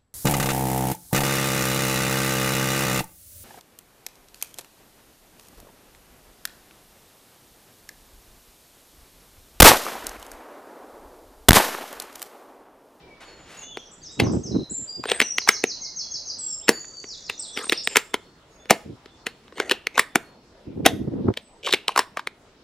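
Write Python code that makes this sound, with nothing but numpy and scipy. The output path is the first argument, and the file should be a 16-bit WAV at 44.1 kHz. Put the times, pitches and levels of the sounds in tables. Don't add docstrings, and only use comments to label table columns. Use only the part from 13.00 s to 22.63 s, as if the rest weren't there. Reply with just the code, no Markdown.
import sys
import numpy as np
from scipy import signal
from scipy.io import wavfile
from scipy.ndimage import uniform_filter1d

SR = 44100
rng = np.random.default_rng(int(sys.argv[2]) if len(sys.argv) > 2 else 0)


def transcribe(u):
    v = np.clip(np.atleast_2d(u).T, -1, 1)
    q = np.round(v * 32767).astype(np.int16)
    wavfile.write(sys.argv[1], SR, q)


N = 424683

# (time [s], blow level before offsets [dB], best-struck pitch [Hz], kind of contact sound)
BLOWS = [(0.7714, -23.5, 1770, "grip"), (1.1995, -8, 2600, "bump"), (2.0383, -20.5, 1490, "rattle"),
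         (2.0551, -21.5, 1374, "grip"), (2.099, -15, 4000, "sear"), (2.1168, -6.5, 2110, "drag"),
         (2.2018, -1.5, 2300, "sear"), (2.2151, -6, 2500, "back stop"), (2.3833, -5.5, 2570, "push"),
         (2.418, -34, 1500, "rattle"), (2.4754, -12, 1100, "feed"), (2.4891, 1.5, 2060, "front stop"),
         (2.6392, -5.5, 1900, "lock"), (3.6819, -10, 2220, "trigger"), (3.691, 1.5, 2200, "piston"),
         (3.845, -35, 1500, "rattle"), (4.0414, -31, 1700, "grip"), (4.2974, -15, 2470, "lift"),
         (4.5739, -17, 1640, "drag"), (4.642, -28, 1100, "drag"), (4.668, -31, 1000, "grip"),
         (4.6957, -8.5, 3960, "sear"), (4.7222, -7, 2300, "back stop"), (4.8737, -4, 2520, "push"),
         (4.9577, -5.5, 2070, "feed"), (4.9684, 0, 2100, "front stop"), (5.1415, -9, 1580, "lock"),
         (5.656, -38, 2200, "grip"), (5.6981, -13.5, 2240, "trigger"), (5.707, 0.5, 2200, "piston"),
         (6.0586, -37, 2060, "grip"), (6.2669, -14, 2340, "lift"), (6.48, -40, 2000, "rattle"),
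         (6.524, -37, 1100, "grip"), (6.5809, -23, 1090, "drag"), (6.6003, -10, 2040, "drag"),
         (6.6961, -12, 2800, "sear"), (6.7116, -6, 2600, "back stop"), (6.8695, -9, 2360, "push"),
         (6.978, -6, 1490, "feed"), (6.994, -1, 1970, "front stop"), (7.1565, -2.5, 1930, "lock"),
         (7.8528, -13, 2200, "trigger"), (7.862, 1.5, 2000, "piston"), (8.339, -33, 2700, "rattle"),
         (8.3727, -17, 2900, "feed"), (8.6727, -16, 1100, "feed"), (8.691, -21, 1100, "feed"),
         (8.7261, -6.5, 3970, "sear"), (8.736, -6, 2840, "back stop"), (8.8815, -5.5, 3500, "push"),
         (8.891, -16, 950, "feed"), (8.961, -10, 1150, "feed"), (8.9762, -6.5, 1080, "front stop"),
         (8.9913, -3, 1090, "front stop"), (9.1715, -13, 1100, "feed"), (9.1938, -19, 1220, "rattle"),
         (9.2723, -12.5, 2340, "rattle")]


def amp(db):
    return np.exp(np.asarray(db) * np.log(10) / 20)


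def rms_one(x):
    return x / np.sqrt(np.mean(x ** 2) + 1e-20)


def at_hz(points, hz):
    points_hz, values = np.transpose(points)
    return np.interp(np.log(hz), np.log(points_hz), values)


def level_db(spans):
    levels, t = np.full(N, -120.), np.arange(N) / SR
    for rows in spans:
        times, db = np.transpose(rows)
        inside = (t >= times[0]) & (t <= times[-1])
        levels[inside] = np.interp(t[inside], times, db)
    return levels


def swells(rows, rise_s, fall_s, sag_db):
    curves = []
    for start, length, db, *_ in rows:
        risen = start + min(rise_s, .45 * length)
        falling = start + length - min(fall_s, .45 * length)
        curves.append([(start, db - 22), (risen, db), (falling, db - sag_db), (start + length, db - 22)])
    return curves


def band(x, low_hz, high_hz):
    return signal.sosfilt(signal.butter(2, [low_hz, high_hz], "band", fs=SR, output="sos"), x)


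def drift(rate_hz):
    r = np.exp(-80 * np.pi * rate_hz / SR)
    noise = rng.standard_normal(N // 40 + 2002)
    slow = signal.lfilter([1], [1, -2 * r, r * r], noise)[2000:]
    return np.interp(np.arange(N) / 40, np.arange(len(slow)), rms_one(slow))


def ring(force, hz, t60):
    r, w = amp(-60 / (t60 * SR)), 2 * np.pi * hz / SR
    return signal.lfilter([0, np.sin(w)], [1, -2 * r * np.cos(w), r * r], force + 1e-18)


def hush():
    # (frequency [Hz], relative level [dB per Hz])
    colour = [(25, 2.5), (489, 1), (2410, -13.5), (4250, -12), (5570, -19.5), (15500, -37)]
    # (time [s], level [dB])
    overall = [(0.0, -52), (9.63, -55)]
    # (frequency [Hz], likeness [1 = same, 0 = unrelated])
    likeness = [(60, 0.98), (380, 1), (2380, 0.32), (15000, 0.12)]
    total, edges = 0, 22 * 2 ** np.arange(0, 9.6, .5)
    white = rng.standard_normal((2, 2, N))
    for k, (low, high) in enumerate(zip(edges, edges[1:])):
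        mid, side = band(white[k % 2], low, high)
        hz = np.sqrt(low * high)
        alike = np.clip(at_hz(likeness, hz), -1, 1)
        gain = amp(at_hz(colour, hz) + 2.5 * drift(6))
        ports = np.sqrt(1 + alike) * mid + np.sqrt(1 - alike) * side * [[1], [-1]]
        total = total + gain * ports
    return rms_one(total) * amp(level_db([overall]))


def birds():
    # (time [s], level [dB], length [s],
    # first pitch [Hz], last pitch [Hz], bend after [s], bend pitch [Hz])
    notes = [(.003, -59, .2, 2350, 2200), (.21, -57.5, .12, 4550, 4250), (.535, -55.5, .17, 2650, 3000),
             (.568, -46, .09, 6680, 6110, .035, 6830), (.625, -53, .07, 3450, 3500),
             (.71, -47.5, .058, 3570, 3150), (1.012, -56, .045, 4300, 3150, .014, 4950),
             (1.08, -53.5, .075, 3250, 3843, .018, 3774), (1.695, -32.5, .04, 6700, 6700, .022, 8020),
             (1.733, -32.5, .065, 6800, 7300, .017, 7350), (1.874, -37.5, .11, 4800, 4780),
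             (2.062, -40.5, .12, 8650, 8060), (2.215, -34.5, .12, 6370, 5700, .03, 5850),
             (3.384, -35.5, .17, 8110, 7354, .03, 7665), (3.475, -44, .07, 5700, 5200),
             (3.605, -55, .05, 2700, 4000), (3.72, -44, .12, 6980, 6795), (4.475, -49, .085, 3350, 3550),
             (4.385, -33, .03, 6300, 8300, .015, 8250), (4.413, -35, .022, 8250, 7000),
             (4.624, -38, .06, 5800, 8600, .016, 8700), (4.768, -35, .032, 6070, 3960),
             (4.832, -36, .035, 6000, 8200, .015, 8100), (4.895, -44, .06, 7600, 7250, .015, 7350),
             (2.8, -60, .08, 2150, 2100), (5.49, -62, .12, 6650, 6500), (6.52, -57.5, .06, 8500, 8000),
             (8.4, -62, .1, 8200, 7800)]
    # (first time [s], last time [s], one every [s], level [dB],
    # length [s], first pitch [Hz], last pitch [Hz], bend after [s], bend pitch [Hz])
    runs = [(.19, .33, .14, -58.5, .09, 7230, 6800), (.77, .85, .08, -51.5, .035, 5320, 6400),
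            (.908, 1.312, .202, -50, .04, 6200, 6690, .014, 8153),
            (1.028, 1.43, .201, -42, .06, 6700, 4600), (1.512, 1.626, .038, -45, .025, 4260, 3770),
            (2.36, 3.258, .1495, -34.5, .068, 6000, 3800, .013, 6600),
            (3.71, 3.93, .22, -41.5, .09, 4660, 4520), (3.792, 4.3525, .0295, -41, .006, 7900, 5200),
            (4.062, 4.682, .155, -43.5, .098, 5600, 3240, .01, 6100), (5.2, 7.2, 1.0, -62, .1, 4340, 4310),
            (2.44, 3.26, .137, -57.5, .03, 6600, 7150), (2.99, 3.37, .38, -58, .08, 3420, 3280),
            (5.07, 7.07, .5, -61, .07, 3450, 3620)]
    far_db = -57
    sung = list(notes)
    for first, last, every, *note in runs:
        count = round((last - first) / every) + 1
        sung += [(first + k * every, *note) for k in range(count)]
    out = np.zeros((2, N))
    for at, db, length, first_hz, last_hz, *bend in sung:
        times, pitches = [0, *bend[:1], length], [first_hz, *bend[1:], last_hz]
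        t = np.arange(int(length * SR)) / SR
        edge = np.clip(np.minimum(t, length - t) / min(.009, length / 2), 0, 1)
        glide = np.interp(t, times, pitches)
        rounded = uniform_filter1d(glide, len(t) // 6, mode="nearest")
        tone = np.sqrt(2) * edge * np.sin(2 * np.pi * np.cumsum(rounded) / SR)
        start = round(at * SR)
        out[:, start:start + len(t)] += amp(db) * tone * [[db > far_db], [1]]
    return out * amp(3.0 * drift(70))


def garden(x, t60, dull):
    t = np.arange(SR) / SR
    fade = amp(-60 * t / t60) * (1 - np.exp(-t / .006))
    shared, left, right = rng.standard_normal((3, SR)) * fade
    ports = np.array([shared + 0.21 * left, shared + 0.76 * right])
    tail = signal.lfilter([1], [1, -dull], ports)
    tail /= np.sqrt(np.sum(tail[0] ** 2))
    return signal.fftconvolve(x[None], tail, axes=1)[:, :N]


def rifle():
    # (frequency [Hz], relative level [dB])
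    body = [(270, 0), (430, 10), (700, 10.5), (1080, 1.5), (1500, 1.5), (2150, 7.5), (2800, 8),
            (3700, 10.5), (5200, 7.5), (6800, 6.5), (9000, 8), (12500, -2.5)]
    hz, db = np.transpose(body)
    t60 = .0095 * (1500 / hz) ** .68
    out = rustle() + clacks(hz, db, t60) + rasps(hz, db, t60) + spring()
    out = signal.sosfilt(signal.butter(3, 215, "high", fs=SR, output="sos"), out)
    return np.array([np.r_[out[1:], 0] * amp(0.73), out])


def rustle():
    # (time [s], dull level [dB], bright level [dB])
    strokes = [(.205, -48.5, -59), (.45, -55.5, -76), (.5, -45.5, -54), (0.609, -47, -52), (.7, -60, -79)]
    rows = np.array(strokes)
    noise = rng.standard_normal((2, N)) * amp(2.0 * drift(25))
    dull = rms_one(band(noise[0], 250, 2800)) * amp(level_db([rows[:, [0, 1]]]))
    bright = rms_one(band(noise[1], 2500, 9500)) * amp(level_db([rows[:, [0, 2]]]))
    return dull + bright


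def clacks(hz, db, t60):
    contacts = {"bump": (5, -4, 4.2), "grip": (4, -4, 1.4), "lift": (-6, 4, 2.8), "drag": (-2, -3, 1.8),
                "sear": (-13, 1.5, 1.6), "back stop": (-5, -1.5, 2.4), "push": (-14, 1.5, 0.6),
                "feed": (-8, -1.5, 2.1), "front stop": (-9, 5.5, 2.2), "lock": (1, 5, 1.2),
                "rattle": (-12, -4, 0.9), "trigger": (-5, 0.5, 3.0), "piston": (3, 6.5, 1.9)}
    shell_hz, tube_hz = 430, 570
    rebound_s, rebound_db, rebound_hz = .0065, -4, 2900
    blows = list(BLOWS)
    for at, peak_db, _, kind in BLOWS:
        if kind == "back stop":
            blows.append((at + rebound_s, peak_db + rebound_db, rebound_hz, kind))

    t = np.arange(4000) / SR
    late = t - .0075
    ring_t = t[:1600]
    hz, db, t60 = np.repeat([hz, db, t60], 6, axis=1)
    layer_modes = np.array([hz < 900, (hz > 900) & (hz < 4500), hz > 4500])
    decays = amp(-60 * ring_t / t60[:, None])
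    noise = rng.standard_normal((len(blows), len(t)))
    luck = rng.standard_normal((len(blows), 2, len(hz)))
    out = np.zeros(N)
    for (at, peak_db, struck_hz, kind), grain, (detune, favour) in zip(blows, noise, luck):
        boom_db, bright_db, chatter_ms = contacts[kind]
        fall = chatter_ms / 1000
        before = np.exp(late / (.2 * fall)) + amp(-18) * np.exp(late / (2.6 * fall))
        force = grain * np.where(late < 0, before, np.exp(-late / fall))
        force[np.argmin(np.abs(late))] += 2.0
        loose = amp(-24) * grain[::-1] * (late > 0) * np.exp(-late / (7.5 * fall))

        moved = hz * np.exp(.09 * detune)
        rings = decays * np.sin(2 * np.pi * ring_t * moved[:, None])
        boom_hz = tube_hz if kind == "piston" else shell_hz
        centre = np.where(layer_modes[0], boom_hz, struck_hz)
        near_db = -16.0 * np.abs(np.log2(moved / centre)) * ~layer_modes[2]
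        drive = (layer_modes * amp(db + near_db + 2 * favour)) @ rings
        loose_drive = (layer_modes * amp(db + near_db / 4)) @ rings
        layers = signal.fftconvolve(force[None], drive, axes=1)[:, :len(t)]
        layers += signal.fftconvolve(loose[None], loose_drive, axes=1)[:, :len(t)]
        no_bass = signal.butter(2, .6 * struck_hz, "high", fs=SR, output="sos")
        layers[1:] = signal.sosfilt(no_bass, layers[1:])
        layers /= np.max(np.abs(layers), axis=1, keepdims=True)

        start = round((at - .007) * SR)
        snap_db = bright_db - 7.5 + 0.63 * peak_db
        mix_db = peak_db + 3.0 + np.array([boom_db - 5.0, 0, snap_db])
        out[start:start + len(t)] += amp(mix_db) @ layers
    return out


def wind():
    # (time [s], level [dB])
    gusts = [
        [(1.17, -53), (1.2, -21), (1.28, -19), (1.36, -21.5), (1.42, -38), (1.46, -37), (1.55, -24.5),
         (1.62, -28), (1.65, -49)],
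        [(7.655, -55), (7.68, -34), (8.05, -32), (8.19, -25), (8.24, -30), (8.29, -17.5), (8.315, -24),
         (8.33, -53)],
    ]
    # (start [s], length [s], level [dB])
    puffs = [(1.69, .06, -38), (1.77, .09, -41), (1.96, .08, -41), (5.84, .13, -36)]
    gust_db = level_db(gusts + swells(puffs, rise_s=.022, fall_s=.035, sag_db=1.5))
    lumps = amp(3.8 * drift(45))
    thump = rms_one(band(band(rng.standard_normal(N) * lumps, 80, 300), 45, 500))
    own = rms_one(band(band(rng.standard_normal((2, N)) * lumps, 180, 520), 160, 400))
    flutter = rng.standard_normal((2, N)) * lumps ** 1.5
    flutter = rms_one(band(band(flutter, 450, 1100), 400, 1800))
    bass = amp(gust_db) * (thump * amp([[-.6], [.6]]) + amp(-3) * own)
    flutter_db = 2.6 * (gust_db + 28) - 54
    return bass + amp(flutter_db) * flutter


def rasps(hz, db, t60):
    # (start [s], length [s], level [dB], first rubbed pitch [Hz], last rubbed pitch [Hz])
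    slides = [(2.06, .14, -32, 3500, 1500), (4.545, .1, -33, 3600, 1100), (4.885, .07, -39, 2400, 2500),
              (6.555, .14, -35, 3500, 1300), (6.925, .053, -37, 2200, 2400),
              (8.63, .097, -26.5, 2800, 4200), (8.885, .075, -42, 2600, 3200)]
    grains_per_s, boom_db, snap_db, focus_db_per_octave = 2400, -11, -13, 14.0
    hits = rng.random(N) < grains_per_s / SR
    strength = amp(3.8 * np.minimum(rng.exponential(1, N), 4))
    grit = hits * strength * rng.choice([-1, 1], N)
    grit = grit * amp(3.6 * drift(50))
    hz, db, t60 = np.repeat([hz, db, t60], 5, axis=1)
    db = db + boom_db * (hz < 900) + snap_db * (hz > 4500)
    middle = (hz > 900) & (hz < 4500)
    detunes = rng.standard_normal((len(slides), len(hz)))
    out = np.zeros(N)
    for (start, length, _, first_hz, last_hz), detune in zip(slides, detunes):
        part = slice(round(start * SR), round((start + length) * SR))
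        rubbed = np.geomspace(first_hz, last_hz, part.stop - part.start)
        moved = hz * np.exp(.12 * detune)
        octaves_off = np.abs(np.log2(moved[:, None] / rubbed)) * middle[:, None]
        rings = [(-1) ** k * ring(grit[part], moved[k], .9 * t60[k]) for k in range(len(hz))]
        gains = amp(db[:, None] - focus_db_per_octave * octaves_off)
        out[part] = rms_one(np.sum(rings * gains, axis=0))
    return out * amp(level_db(swells(slides, rise_s=.028, fall_s=.006, sag_db=6.0)))


def spring():
    below_blow_db, fade_s = -31, .05
    t, shake = np.arange(N) / SR, 0
    for at, peak_db, _, kind in BLOWS:
        if kind == "back stop":
            fade = np.exp(-np.abs(t - at) / fade_s)
            shake = shake + (t > at) * amp(peak_db + below_blow_db) * fade
    return shake * rms_one(ring(rng.standard_normal(N), hz=2750, t60=.008))


def scene():
    near, (direct, far) = rifle(), birds()
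    rifle_echo = amp(-28.5) * garden(near[0], t60=.35, dull=.55)
    bird_echo = amp(-2) * garden(far, t60=0.56, dull=.4)
    bird_ports = direct * amp([[.6], [-.6]])
    return near + bird_ports + rifle_echo + bird_echo + wind() + hush()


def record(dry):
    clipped = np.tanh((np.abs(dry) / .98) ** 3) ** (1 / 3) * .98 * np.sign(dry)
    return signal.sosfilt(signal.cheby2(16, 50, 16200, fs=SR, output="sos"), clipped)


dry = scene()
out = record(dry)
transcribe(out)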